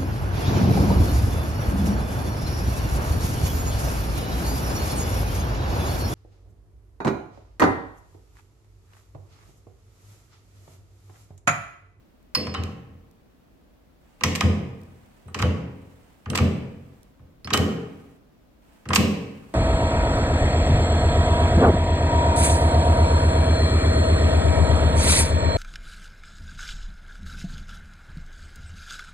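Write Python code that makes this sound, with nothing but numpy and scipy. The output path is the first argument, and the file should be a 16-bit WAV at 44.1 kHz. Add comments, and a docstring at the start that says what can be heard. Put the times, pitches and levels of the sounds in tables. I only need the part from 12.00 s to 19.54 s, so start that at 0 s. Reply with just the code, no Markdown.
"""Over a faint hiss comes a tiny tick, then steel clacks on steel and a workbench booms.
A steel bar levers the towing eye (the end ring) of a hydraulic trailer damper to and fro, six strokes
in all. Each time the bar rattles across the gap in the eye and lands with a clack. Bar, pin, barrel and
eye ring on, the bench booms under the load, and between blows the bar scrapes softly.
A hard-walled workshop echoes around two close microphones."""
import sys
import numpy as np
from scipy import signal
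from scipy.fft import rfft, irfft
from scipy.io import wavfile
from scipy.ndimage import map_coordinates

SR = 44100
rng = np.random.default_rng(int(sys.argv[2]) if len(sys.argv) > 2 else 0)


def unload_audio(sound):
    """Save the sound as a 16-bit wav file, at the path given as the first command line argument."""
    columns = np.transpose(np.atleast_2d(sound))
    # keep every value between -1 and 1, then stretch to whole-number steps
    steps = np.round(np.clip(columns, -1, 1) * 32767)
    wavfile.write(sys.argv[1], SR, steps.astype(np.int16))


N = 332506


def undb(db):
    """Turn decibels into a number to multiply by."""
    return 10 ** (np.asarray(db) / 20)


def band(x, low_hz, high_hz, order=3):
    """Keep the sound between two frequencies."""
    sos = signal.butter(order, [low_hz, min(high_hz, .47 * SR)], "band", fs=SR, output="sos")
    return signal.sosfilt(sos, x)


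def fade(fade_s, count=SR):
    """Die away by 60 dB in fade_s seconds; all fade times below mean this."""
    return np.exp(-np.log(1000) * np.arange(count) / SR / max(fade_s, .001))


def swell(rise_s, count=SR):
    """Rise from nothing to full strength."""
    return 1 - np.exp(-np.arange(count) / SR / rise_s)


def unit(x):
    """Scale a blow to the energy of 10 ms at full level."""
    return x / np.sqrt(np.sum(x ** 2, axis=-1, keepdims=True) / (SR / 100))


def add(track, start_s, x):
    """Mix x into the track at start_s."""
    i = int(start_s * SR)
    track[..., i:i + x.shape[-1]] += x[..., :N - i]


def look_up(hz, table, column=1):
    """Read a table at any frequency, blending between its rows."""
    table = np.array(table)
    return np.interp(np.log(hz), np.log(table[:, 0]), table[:, column])


def tilt(hz, db_per_octave, pivot_hz):
    """Decibels on a straight slope that is zero at pivot_hz."""
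    return db_per_octave * np.log2(hz / pivot_hz)


def diffuse(count, wide_hz):
    """Spectra of noise from all sides at two microphones: alike in the bass, unrelated in the treble."""
    hz = np.fft.rfftfreq(count, 1 / SR) + 1
    mid, side = rfft(rng.standard_normal((2, count)))
    apart = hz / np.hypot(hz, wide_hz)
    return hz, (mid + np.array([[1], [-1]]) * apart * side) / np.sqrt(1 + apart ** 2)


def air(level_db=-56.5):
    """The room rumbles faintly under microphone hiss."""
    # tone of the still air and hiss: frequency_hz, level_db
    hiss_tone = [(15, -43.5), (25, -14.5), (53, -3), (97, -15.5), (263, -11), (394, -20), (607, -20),
                 (840, -26), (1330, -30), (3620, -38), (9570, -47.5), (11300, -45), (16000, -43)]
    hz, noise = diffuse(N, wide_hz=152)
    hiss = irfft(noise * undb(look_up(hz, hiss_tone)), N)
    return hiss * undb(level_db) / np.std(hiss)


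def chatter(fade_s, low_hz, high_hz, width=0.87, spiky=0.27, rise_s=0.00056):
    """Two surfaces bounce and grind: a dying burst of tiny uneven hits, different left and right."""
    count = SR // 4
    mid, side, sizes = rng.standard_normal((3, count))
    grains = (mid + width * np.array([[1], [-1]]) * side) * np.exp(spiky * sizes)
    burst = grains * fade(fade_s, count) * swell(rise_s, count)
    return unit(band(burst, low_hz, high_hz, order=4))


def ticks(gain_db=-8, fade_s=.008):
    """The linked parts click lightly as they settle."""
    # light ticks: start_s, level_db
    clicks = [(0.228, -66), (1.112, -58.5), (2.815, -55), (2.834, -55), (5.031, -52)]
    out = np.zeros((2, N))
    for start_s, db in clicks:
        add(out, start_s, undb(db + gain_db) * chatter(fade_s, 3500, 14000, rise_s=.0002))
    return out


def wall_echoes(rise_s=0.0018):
    """Dense echoes of one instant of sound build up quickly and die away, the treble first."""
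    # the workshop's echo: frequency_hz, level_db, fade_s
    room = [(60.5, -9, 0.79), (159, 3, 1), (425, 3.5, 0.94), (1225, -10, 0.9), (2700, -6.5, 0.83),
            (4300, -9, .66), (8000, -12, 0.6), (14100, -8, 0.5)]
    count = 3 * SR // 2
    hz, noise = diffuse(count, wide_hz=825)
    tail = 0
    for octave in np.arange(5, 15):  # 32 Hz to 16 kHz
        share = np.clip(1 - abs(np.log2(hz) - octave), 0, 1)
        wash = irfft(noise * share * undb(look_up(hz, room)), count)
        fade_s = look_up(2. ** octave, room, column=2)
        gain = np.sqrt(np.log(1000) / fade_s / SR)  # a longer tail is no louder in all
        tail = tail + gain * fade(fade_s, count) * wash
    return tail * swell(rise_s, count)


def workshop(x):
    """Sound thrown to the left and to the right meets different walls."""
    return sum(signal.fftconvolve(side[None], wall_echoes(), axes=1)[:, :N] for side in x)


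def ring(tones, detune, scatter_db=0.5, count=SR):
    """An object's own tones fade; each blow lands elsewhere, so levels and pitches vary a little."""
    t = np.arange(count) / SR
    chance = rng.standard_normal((len(tones), 3))
    out = np.zeros(count)
    for (hz, db, fade_s), (sign, size, shift) in zip(tones, chance):
        wave = np.sign(sign) * np.sin(2 * np.pi * hz * (1 + detune * shift) * t)
        out += undb(db + scatter_db * size) * fade(fade_s, count) * wave
    return out


def ringing_parts(swing_db=10, swing_fade_s=0.096, held_fade_s=0.26, waver=0.2, wobble=0.0016):
    """A struck part swings hard at first, rings on unsteadily, and dies once a contact holds it."""
    # parts left free to ring: start_s, part, level_db, free_s
    strikes = [(0.349, "bar", -30, 0.39), (0.548, "barrel", -43, 0.77), (2.236, "pin", -41.5, 0.1),
               (2.406, "barrel", -43, 0.16), (3.281, "eye", -72, .06), (3.424, "barrel", -42.5, 0.46),
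               (4.299, "eye", -54, .05), (5.446, "bar", -50, 0.0033), (5.531, "barrel", -28.5, 0.47),
               (5.535, "eye", -45.5, 0.094), (6.888, "eye", -59, 0.024), (6.96, "eye", -46, 0.14)]
    # each steel part's own tones: pitch_hz, level_db, fade_s
    part_tones = { "bar": [(1965, -13, .4), (2536, -14, .3), (4320, -5, .3), (4390, -5, .7),
                  (4455, -3, .45), (4492, -4, .3), (5075, -7, .3), (5130, 1, .65), (5165, -6, .3),
                  (5375, -15, .5), (10970, -13, .24), (11050, -19, .2), (12540, -22, .35),
                  (13680, -26, .28)], "barrel": [(3022, 1, .62), (3038, -5, .55), (3531, -17, .5),
                  (3870, -5, .22), (4800, -9, .08)], "pin": [(2003, -4, 0.36), (2223, -0.5, .4),
                  (2510, 2.5, 0.53), (3138, -0.5, .4), (5100, -2.5, .4), (5870, -0.5, .5), (5620, -2, .5),
                  (5905, 2.5, 0.46), (6130, -6.5, .4)], "eye": [(4000, -4, .2), (7757, 3, .3),
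                  (7941, 6, .35), (8070, 9, .3), (8400, -2, .2), (12807, -16, .25)]}
    out = np.zeros(N)
    for start_s, part, db, free_s in strikes:
        tone = ring(part_tones[part], detune=.0003)
        shake, rock = band(rng.standard_normal((2, SR)), 7.3, 45, order=2)
        speed = 1 + wobble * rock / np.std(rock)  # rocking in its seat bends the pitch
        tone = map_coordinates(tone, [np.cumsum(speed)])
        swing = 1 + undb(swing_db) * fade(swing_fade_s)
        held_s = np.clip(np.arange(SR) / SR - free_s, 0, None)
        damping = np.exp(-np.log(1000) * held_s / held_fade_s)
        flutter = 1 + waver * shake / np.std(shake)
        add(out, start_s, undb(db) * swing * damping * flutter * tone)
    return out


def clacks(knock_db=-6, fizz_db=-4, room_db=4, glance_dryness=0.26):
    """Bar hits eye: a clank and a crack, brighter the sharper the edge that lands."""
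    # steel landing on steel: start_s, level_db, sharpness_db_per_octave, fade_s
    hits = [(0.3499, -28, 0.4, 0.039), (0.468, -40, -3.5, .03), (0.54, -38, -0.5, 0.018),
            (0.546, -33.5, -5, 0.013), (0.573, -47, -7, 0.022), (0.636, -44, 5.5, 0.0081),
            (2.2086, -39.5, -3.5, .03), (2.2357, -19.5, 3, .02), (2.351, -33, 4, 0.02),
            (2.356, -34, 7, 0.037), (2.408, -22.5, 0.5, 0.015), (2.414, -37.5, -9.5, 0.011),
            (3.281, -61, -11.5, .03), (3.344, -31.5, 0.5, .032), (3.388, -33.5, 1.5, 0.1),
            (3.397, -37.5, -7.5, .03), (3.4182, -41, 7, .03), (3.424, -27, -2, 0.0093),
            (4.258, -46, -7, 0.024), (4.3009, -37, 4.5, 0.015), (4.331, -43.5, -8.5, 0.036),
            (4.349, -29.5, -2, 0.05), (4.3541, -29.5, 6.5, .03), (4.375, -28.5, 4, 0.019),
            (4.384, -28, -2, .04), (5.193, -72, -9.5, .03), (5.4475, -52, 0, .03),
            (5.472, -38.5, -2.5, 0.033), (5.5037, -32, -2, 0.031), (5.534, -21.5, 4.5, 0.057),
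            (5.54, -31.5, -10.5, .03), (5.5735, -31.5, 7, 0.017), (6.8539, -49, -5, 0.052),
            (6.888, -39, 1.5, 0.018), (6.903, -33.5, -9.5, 0.049), (6.932, -22, 0.5, 0.056),
            (6.948, -36.5, 13.5, 0.059), (6.9578, -16.5, 4, 0.036)]
    # tones of the heavy body: pitch_hz, level_db, fade_s
    body_tones = [(788, -6.5, 0.071), (1033, -2.5, 0.037), (1030, 5, 0.024), (1135, -2, 0.065),
                  (1251, 1.5, 0.05), (1396, -6, .04), (1569, -7, 0.028), (1586, -4, .02)]
    direct, to_room = np.zeros((2, 2, N))
    for start_s, db, sharpness, fade_s in hits:
        clank = unit(ring(body_tones, detune=0.013, count=SR // 4))
        body = clank + undb(knock_db) * chatter(.15, 750, 1900)
        spit = chatter(fade_s, 11300, 13700) + undb(fizz_db) * chatter(fade_s, 8800, 14000)
        crack = chatter(fade_s, 1700, 3100)
        bite = chatter(fade_s, 2200, 6300)
        tick = chatter(fade_s, 6400, 8890)
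        # sound, centre_hz, level_db, delay_s
        layers = [(body, 1100, -0.5, .003),  # the heavy body answers late
                  (crack, 2400, 0, 0), (bite, 4400, -4, 0), (tick, 7500, -12, 0), (spit, 12000, -26, 0)]
        room_gain = undb(room_db - glance_dryness * sharpness)  # sharp, glancing hits echo less
        for sound, hz, layer_db, delay_s in layers:
            blow = undb(db + layer_db + tilt(hz, sharpness, pivot_hz=2317)) * sound
            add(direct, start_s + delay_s, blow)
            add(to_room, start_s + delay_s, blow * room_gain)
    return direct, to_room


def bench_booms(rise_s=0.011, shudder_db=-4, shudder_hz=380, focus_db_per_octave=4):
    """The heavy bench swings up slowly after a blow, booms in its low tones and shudders."""
    # loads on the bench, a quicker push being higher: start_s, level_db, pitch_hz
    pushes = [(0.364, -24, 415), (0.469, -31, 88.6), (0.575, -23, 97), (0.895, -43, 73.2),
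              (2.211, -31, 350), (2.242, -18.5, 180), (2.429, -13, 99), (3.256, -37.5, 110),
              (3.351, -27.5, 353), (3.397, -22.5, 86), (3.427, -13.5, 86), (4.262, -27, 74.5),
              (4.299, -21.5, 188), (4.396, -12.5, 122), (5.194, -44.5, 117), (5.449, -32, 170),
              (5.519, -19, 352), (5.576, -15.5, 240), (6.857, -33, 150), (6.891, -20, 225),
              (6.972, -13.5, 230)]
    # the bench's own tones: pitch_hz, level_db, fade_s
    bench_tones = [(85.16, 13.5, 0.19), (103, 0.5, 0.16), (128.2, 3, 0.22), (166.26, 0, 0.21),
                   (203.3, 3.5, 0.15), (230.7, 5.5, 0.11), (276.5, -7, 0.31), (319, -3, 0.099),
                   (376.4, 0, 0.1), (413.6, -5.5, 0.37), (459, -9.5, 0.66), (508, -0.5, 0.14),
                   (500, -7.5, 0.24)]
    edges_hz, group_db = [105, 150, 260], (-4.5, -4, -2, -7)  # sway, frame, top, panels
    groups = np.searchsorted(edges_hz, np.array(bench_tones)[:, 0])
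    out = np.zeros((2, N))
    for start_s, push_db, pitch_hz in pushes:
        # tones further from the pitch of the push answer less
        answer_db = lambda hz: push_db - abs(tilt(hz, focus_db_per_octave, pitch_hz))
        tones = [(hz, db + group_db[group] + answer_db(hz), fade_s)
                 for (hz, db, fade_s), group in zip(bench_tones, groups)]
        add(out, start_s, swell(rise_s) * ring(tones, detune=.012))
        shudder = chatter(0.35, 150, 617, width=0.31, spiky=.1, rise_s=0.026)
        add(out, start_s, undb(shudder_db + answer_db(shudder_hz)) * shudder)
    return band(out, 74, 1200, order=4)


def sliding(catch_db=1.0, grit=0.38):
    """The bar scrapes over gritty steel, speeding up, slowing down and catching a little."""
    # slides of the bar in the eye: start_s, length_s, level_db
    slides = [(2.001, .3, -65), (2.62, 1, -62.5), (3.65, 0.7, -62), (4.598, 0.56, -65.5),
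              (5.803, 0.39, -62), (6.612, 0.27, -61.5), (7.198, 0.63, -59)]
    # tone of the scraping: frequency_hz, level_db
    scrape_tone = [(300, -6.5), (700, 8.5), (1300, 2), (2700, -1.5), (4000, -9), (5800, -11), (7000, -10),
                   (8500, -8), (10000, -14), (12500, -13.5), (16000, -15.5)]
    t = np.arange(N) / SR
    speed = np.zeros(N)
    for start_s, length_s, db in slides:
        position = 2 * (t - start_s) / length_s - 1  # -1 to 1 during the slide
        speed += undb(db) * np.sqrt(np.clip(1 - position ** 2, 0, 1))
    hz = np.fft.rfftfreq(N, 1 / SR) + 1
    grains = rng.standard_normal((2, N)) * np.exp(grit * rng.standard_normal(N))
    rub = irfft(rfft(grains) * undb(look_up(hz, scrape_tone)), N)
    catch = band(rng.standard_normal(N), 4, 40, order=2)
    return speed * undb(catch_db * catch / np.std(catch)) * rub / np.std(rub)


def microphones(x, delay_s=.00006, treble_gap_db=-3.5):
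    """Direct sound reaches the left microphone a little later than the right, and with less treble."""
    hz = np.fft.rfftfreq(N, 1 / SR)
    lean = undb(treble_gap_db / 2 * hz ** 2 / (hz ** 2 + 2500 ** 2))
    delay = np.exp(-2j * np.pi * hz * delay_s)
    left, right = rfft(x)
    return irfft(np.array([left * lean * delay, right / lean]), N)


def scene(ringing_room_db=-8, tick_room_db=-10):
    """Steel and bench are heard directly and off the walls, over the hiss."""
    clack, clack_to_room = clacks()
    ringing, boom, clicks = ringing_parts(), bench_booms(), ticks()
    direct = clack + ringing + boom + clicks + sliding()
    to_room = clack_to_room + boom + undb(ringing_room_db) * ringing + undb(tick_room_db) * clicks
    return microphones(direct) + workshop(to_room) + air()


def record(dry):
    """Clip peaks at full scale and cut the treble above 16 kHz."""
    treble_cut = signal.ellip(8, .2, 70, 16000, fs=SR, output="sos")
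    return signal.sosfilt(treble_cut, np.clip(dry, -1, 1))


dry = scene()
out = record(dry)
unload_audio(out)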